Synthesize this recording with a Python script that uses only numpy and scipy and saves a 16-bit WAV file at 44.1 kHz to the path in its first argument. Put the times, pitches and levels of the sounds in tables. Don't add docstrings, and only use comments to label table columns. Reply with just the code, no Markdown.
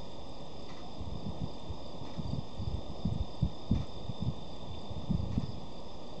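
import sys
import numpy as np
from scipy import signal
from scipy.fft import rfft, irfft
from scipy.io import wavfile
from scipy.ndimage import uniform_filter1d

SR = 44100
rng = np.random.default_rng(int(sys.argv[2]) if len(sys.argv) > 2 else 0)


def file_out(sig):
    cols = np.atleast_2d(sig).T
    lim = np.clip(cols, -1, 1)
    pcm = np.round(lim * 32767).astype(np.int16)
    wavfile.write(sys.argv[1], SR, pcm)


N = 273420
T = np.arange(N) / SR


def trilling_cricket(hz=3590, drift_hz=8, others_db=-9, gain_db=-1.6):
    # t/s, level/dB
    loudness = [(0.0, -60), (0.08, -61), (3.54, -58.5), (3.59, -57), (4.97, -57), (5.27, -64), (6.2, -64.5)]
    times, db = np.transpose(loudness)
    song = wing_strokes(49.2, hz + drift_hz * drift(2), duty=.77, fall_hz=159.9, wander=.005)
    blend = unit(foliage(song, fade_s=.23, echo_db=-3.5)) + undb(others_db) * noise_band(3632, 120)
    return unit(blend) * undb(np.interp(T, times, db) + gain_db)


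def wing_strokes(per_second, hz, duty, fall_hz, wander):
    cycle = (np.cumsum(per_second * (1 + wander * drift(5))) / SR + rng.random()) % 1
    progress = np.minimum(cycle / duty, 1)
    pitch = hz - fall_hz * (progress - .5) + 18 * drift(40)
    strength = np.sin(np.pi * progress) * undb(1.1 * drift(35))
    return unit(strength * tone(pitch))


def near_cricket(stroke_s=.027, gap_s=.0322, hz=4800, fall_hz=560, first_db=-5, count=4):
    # t/s, level/dB
    chirps = [(.148, -62), (.385, -62), (.692, -57), (.982, -63), (1.266, -58.5), (1.547, -57),
              (1.925, -54), (2.342, -52), (2.683, -54.5), (3.066, -56), (3.408, -56.5), (3.719, -61),
              (4.002, -59.5), (4.566, -58), (4.855, -55.5), (5.242, -58), (5.522, -56), (5.79, -56.5),
              (6.139, -60)]
    out = np.zeros(N)
    progress = np.linspace(0, 1, int(stroke_s * SR))
    for s, db in chirps:
        for k, (size, detune) in enumerate(rng.standard_normal((count, 2))):
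            pitch = hz + 15 * detune - fall_hz * progress ** 3
            stroke = np.sin(np.pi * progress) ** 2 * tone(pitch)
            i = int((s - k * gap_s - stroke_s / 2) * SR)
            out[i:i + len(stroke)] += stroke * undb(db + size + first_db * (k == count - 1))
    return foliage(out, fade_s=.2, echo_db=-12)


def katydid(tooth_hz=330, grain=.42, attack_s=.005, release_s=.018, sag=.35, ring_s=.014):
    # t/s, level/dB, gap between the two scrapes/s
    calls = [(.685, -51, 0.08), (2.046, -53.5, .086), (3.744, -53, 0.0604), (5.315, -53, 0.088)]
    # length/s, level/dB, wing ring f/Hz, ring level/dB
    scrapes = [(0.06, -0.5, 2360, -12), (0.043, -3, 1290, -2)]
    # f/Hz, level/dB
    scrape_colour = [(600, -14.5), (1050, 5.5), (1800, 3), (2400, -1), (3200, -9.5), (4400, -5),
                     (6200, -10), (7800, -24), (9000, -37.5)]
    hiss = coloured_noise(scrape_colour)
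    out = np.zeros(N)
    for k, (length, scrape_db, hz, ring_db) in enumerate(scrapes):
        wing = undb(ring_db) * noise_band(hz, width_hz=130)
        for s, db, gap in calls:
            t = T - s - k * gap
            force = np.interp(t, [0, attack_s, length, length + release_s], [0, 1, sag, 0])
            ring = np.exp(-((t - .7 * length) / ring_s) ** 2)
            out += undb(db + scrape_db) * (force * hiss + ring * wing)
    teeth = 1 + grain * tone(tooth_hz * (1 + .15 * drift(60)))
    return foliage(out * teeth, fade_s=.28, echo_db=-4)


def bumps(lag_s=.0039, cycles=.69, rise_s=.013, decay_s=.018, swing_db=-2, shudder_db=-10.5):
    # t/s, level/dB, f/Hz
    strong_bumps = [(1.263, -24, 137), (1.289, -29.5, 76), (1.418, -25.5, 124), (1.436, -25, 99),
                    (1.701, -31.5, 84.5), (2.015, -33.5, 115), (2.193, -24, 164), (2.332, -21, 174),
                    (2.385, -26, 128), (2.897, -28.5, 105), (3.051, -23, 170), (3.206, -23.5, 80.6),
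                    (3.429, -19.5, 112.4), (3.45, -25.5, 75.4), (3.712, -16.5, 188), (3.734, -23, 90),
                    (3.76, -22.5, 104.5), (3.802, -22.5, 99), (4.094, -25.5, 104.3), (4.223, -25, 176),
                    (4.266, -25.5, 80.4), (4.281, -20.5, 150), (5.107, -18.5, 179), (5.144, -20.5, 157),
                    (5.377, -17, 183), (5.437, -25.5, 129)]
    swings, shake = np.zeros(N), np.zeros(N)
    for s, db, hz in strong_bumps + flurries():
        i = int((s + lag_s) * SR)
        near = slice(max(i - SR // 10, 0), min(i + SR // 6, N))
        t = T[near] - s - lag_s
        swings[near] -= undb(db + swing_db) * np.exp(-(t * hz / cycles) ** 2) * np.cos(2 * np.pi * hz * t)
        shake[near] += undb(db) * np.exp(np.minimum(t / rise_s, -t / decay_s))
    shudder = coloured_noise([(20, -3.5), (55, 2.5), (130, 2), (220, -2.5), (320, -14.5),
                              (500, -25.5), (1200, -63), (4000, -100)])
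    thuds = swings + undb(shudder_db) * shake * shudder
    return colour(thuds, [(15, -12), (35, -2), (70, 0)])


def flurries(gap_s=.036, hz=92, unevenness=.15, spread_db=2, octaves=.28):
    # start/s, end/s, level/dB
    runs = [(1.01, 1.18, -33), (2.26, 2.31, -32), (2.6, 2.79, -29), (3.08, 3.18, -26.5), (3.97, 4.07, -35),
            (4.63, 4.79, -37), (4.92, 5.04, -35.5), (5.19, 5.36, -29), (5.5, 5.6, -35.5)]
    rows = []
    for start, end, db in runs:
        for s, (late, size, detune) in zip(np.arange(start, end, gap_s), rng.standard_normal((20, 3))):
            rows.append((s + unevenness * gap_s * late, db + spread_db * size, hz * 2 ** (octaves * detune)))
    return rows


def ticks(rise_s=.0006, scatter_s=.003, scatter_db=-9, faint_gap_s=.19, gain_db=1):
    # t/s, level/dB, f/Hz
    clear = [(0.1196, -59, 7560), (0.2937, -60, 7880), (0.4563, -61, 7560), (0.6259, -64, 7350),
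             (0.9946, -63, 7760), (1.1777, -64.5, 7450), (2.2797, -64, 7390), (3.1372, -59, 7900),
             (3.3547, -59, 7900), (3.87, -57, 7820), (4.2347, -61, 7120), (4.5638, -63, 7320),
             (5.4899, -62, 7350), (6.0775, -61, 7660)]
    beats = np.arange(faint_gap_s, T[-1] - faint_gap_s, faint_gap_s)
    faint = [(s + late * faint_gap_s / 2, -65 + 5 * size, 7600 + 230 * detune)
             for s, (late, size, detune) in zip(beats, rng.uniform(-1.2, 1, size=(100, 3)))]
    ring, scatter = np.zeros(N), np.zeros(N)
    t = T[:SR // 40]
    pulse = t / rise_s * np.exp(1 - t / rise_s)
    for s, db, hz in clear + faint:
        i = int(s * SR)
        ring[i:i + len(t)] += undb(db) * pulse * np.sin(2 * np.pi * hz * t)
        scatter[i:i + len(t)] += undb(db) * np.exp(-t / scatter_s)
    return undb(gain_db) * (ring + undb(scatter_db) * scatter * noise_band(7800, 550))


def snip(at_s=4.744, width_s=.007, db=-57):
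    return undb(db) * np.exp(-((T - at_s) / width_s) ** 2) * noise_band(2750, width_hz=700)


def far_crickets(beat_s=.3005, swell_s=.09, between_db=-72):
    # first swell/s, end/s, level/dB
    spells = [(0.0, 4.35, -63.5), (4.5, 5.15, -69.5), (5.48, 5.6, -62.5), (5.91, 6.0, -63.5)]
    swell = np.full(N, undb(between_db))
    for start, end, db in spells:
        for s in np.arange(start, end, beat_s):
            swell = np.hypot(swell, undb(db) * np.exp(-((T - s) / swell_s) ** 2 / 2))
    songs = sum(wing_strokes(per_second, hz, duty=.9, fall_hz=260.4, wander=.052)
                for per_second, hz in [(29, 4990), (32, 5130)])
    return unit(foliage(songs, fade_s=.36, echo_db=-4)) * swell


def far_note(at_s=.853, width_s=.031, hz=720, db=-47):
    return undb(db) * np.exp(-((T - at_s) / width_s) ** 2) * np.sin(2 * np.pi * hz * T)


def night():
    # f/Hz, level/dB
    rumble_colour = [(20, -6.5), (50, 0.5), (110, -3.5), (170, -1), (300, -4.5), (400, -7.5), (560, -5),
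                     (720, -9), (950, -10.5), (1250, -19.5), (1500, -37), (2000, -51), (6000, -91)]
    # f/Hz, level/dB
    hiss_colour = [(900, -11.5), (1800, 3), (2500, 3.5), (3300, 2), (4100, 0), (5700, -2), (6500, -3.5),
                   (7800, -9), (8300, -18), (8800, -32)]
    # f/Hz, width/Hz, level/dB
    insect_bands = [(3147, 57, -77), (3545, 214, -64), (4824, 200, -68)]
    rumble = coloured_noise(rumble_colour) * undb(-46 + .5 * drift(2.9))
    hiss = coloured_noise(hiss_colour) * undb(-62.5 + .23 * drift(4.7))
    chorus = sum(noise_band(hz, width) * undb(db + drift(3)) for hz, width, db in insect_bands)
    return rumble + hiss + chorus


def foliage(x, fade_s, echo_db):
    t = T[:SR // 2]
    tail = rng.standard_normal(len(t)) * np.exp(-np.log(1000) * t / fade_s)
    return x + undb(echo_db) * signal.fftconvolve(x, tail / np.linalg.norm(tail))[:N]


def undb(db):
    return 10 ** (np.asarray(db) / 20)


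def unit(x):
    return x / np.sqrt(np.mean(x ** 2) + 1e-18)


def tone(pitch):
    return np.sin(2 * np.pi * np.cumsum(pitch) / SR)


def drift(per_second):
    k = int(SR / per_second)
    steps = np.repeat(rng.standard_normal(N // k + 2), k)
    return unit(uniform_filter1d(uniform_filter1d(steps, k), k)[:N])


def colour(x, points):
    hz, db = np.transpose(points)
    f = np.maximum(np.fft.rfftfreq(N, 1 / SR), 1)
    return irfft(rfft(x) * undb(np.interp(np.log(f), np.log(hz), db)), N)


def coloured_noise(points):
    return unit(colour(rng.standard_normal(N), points))


def noise_band(hz, width_hz):
    f = np.fft.rfftfreq(N, 1 / SR)
    bell = np.exp(-((f - hz) / width_hz) ** 2)
    return unit(irfft(rfft(rng.standard_normal(N)) * bell, N))


def scene():
    insects = trilling_cricket() + far_crickets() + near_cricket() + katydid()
    return (insects + snip() + ticks() + far_note() + bumps() + night())[None]


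def record(dry, top_hz=8600, offset=.0145):
    # f/Hz, level/dB
    whine = [(7857, -96), (7887, -93.5), (8113, -95.5), (8143, -96.5)]
    # f/Hz, width/Hz
    notches = [(1405, 154), (1595, 336), (2150, 178), (5435, 190)]
    sound = dry + sum(np.sqrt(2) * undb(db) * np.sin(2 * np.pi * hz * T) for hz, db in whine)
    for hz, width in notches:
        sound = signal.lfilter(*signal.iirnotch(hz, hz / width, fs=SR), sound)
    treble_cut = signal.ellip(8, .2, 70, top_hz, fs=SR, output="sos")
    return signal.sosfilt(treble_cut, sound) + offset


dry = scene()
out = record(dry)
file_out(out)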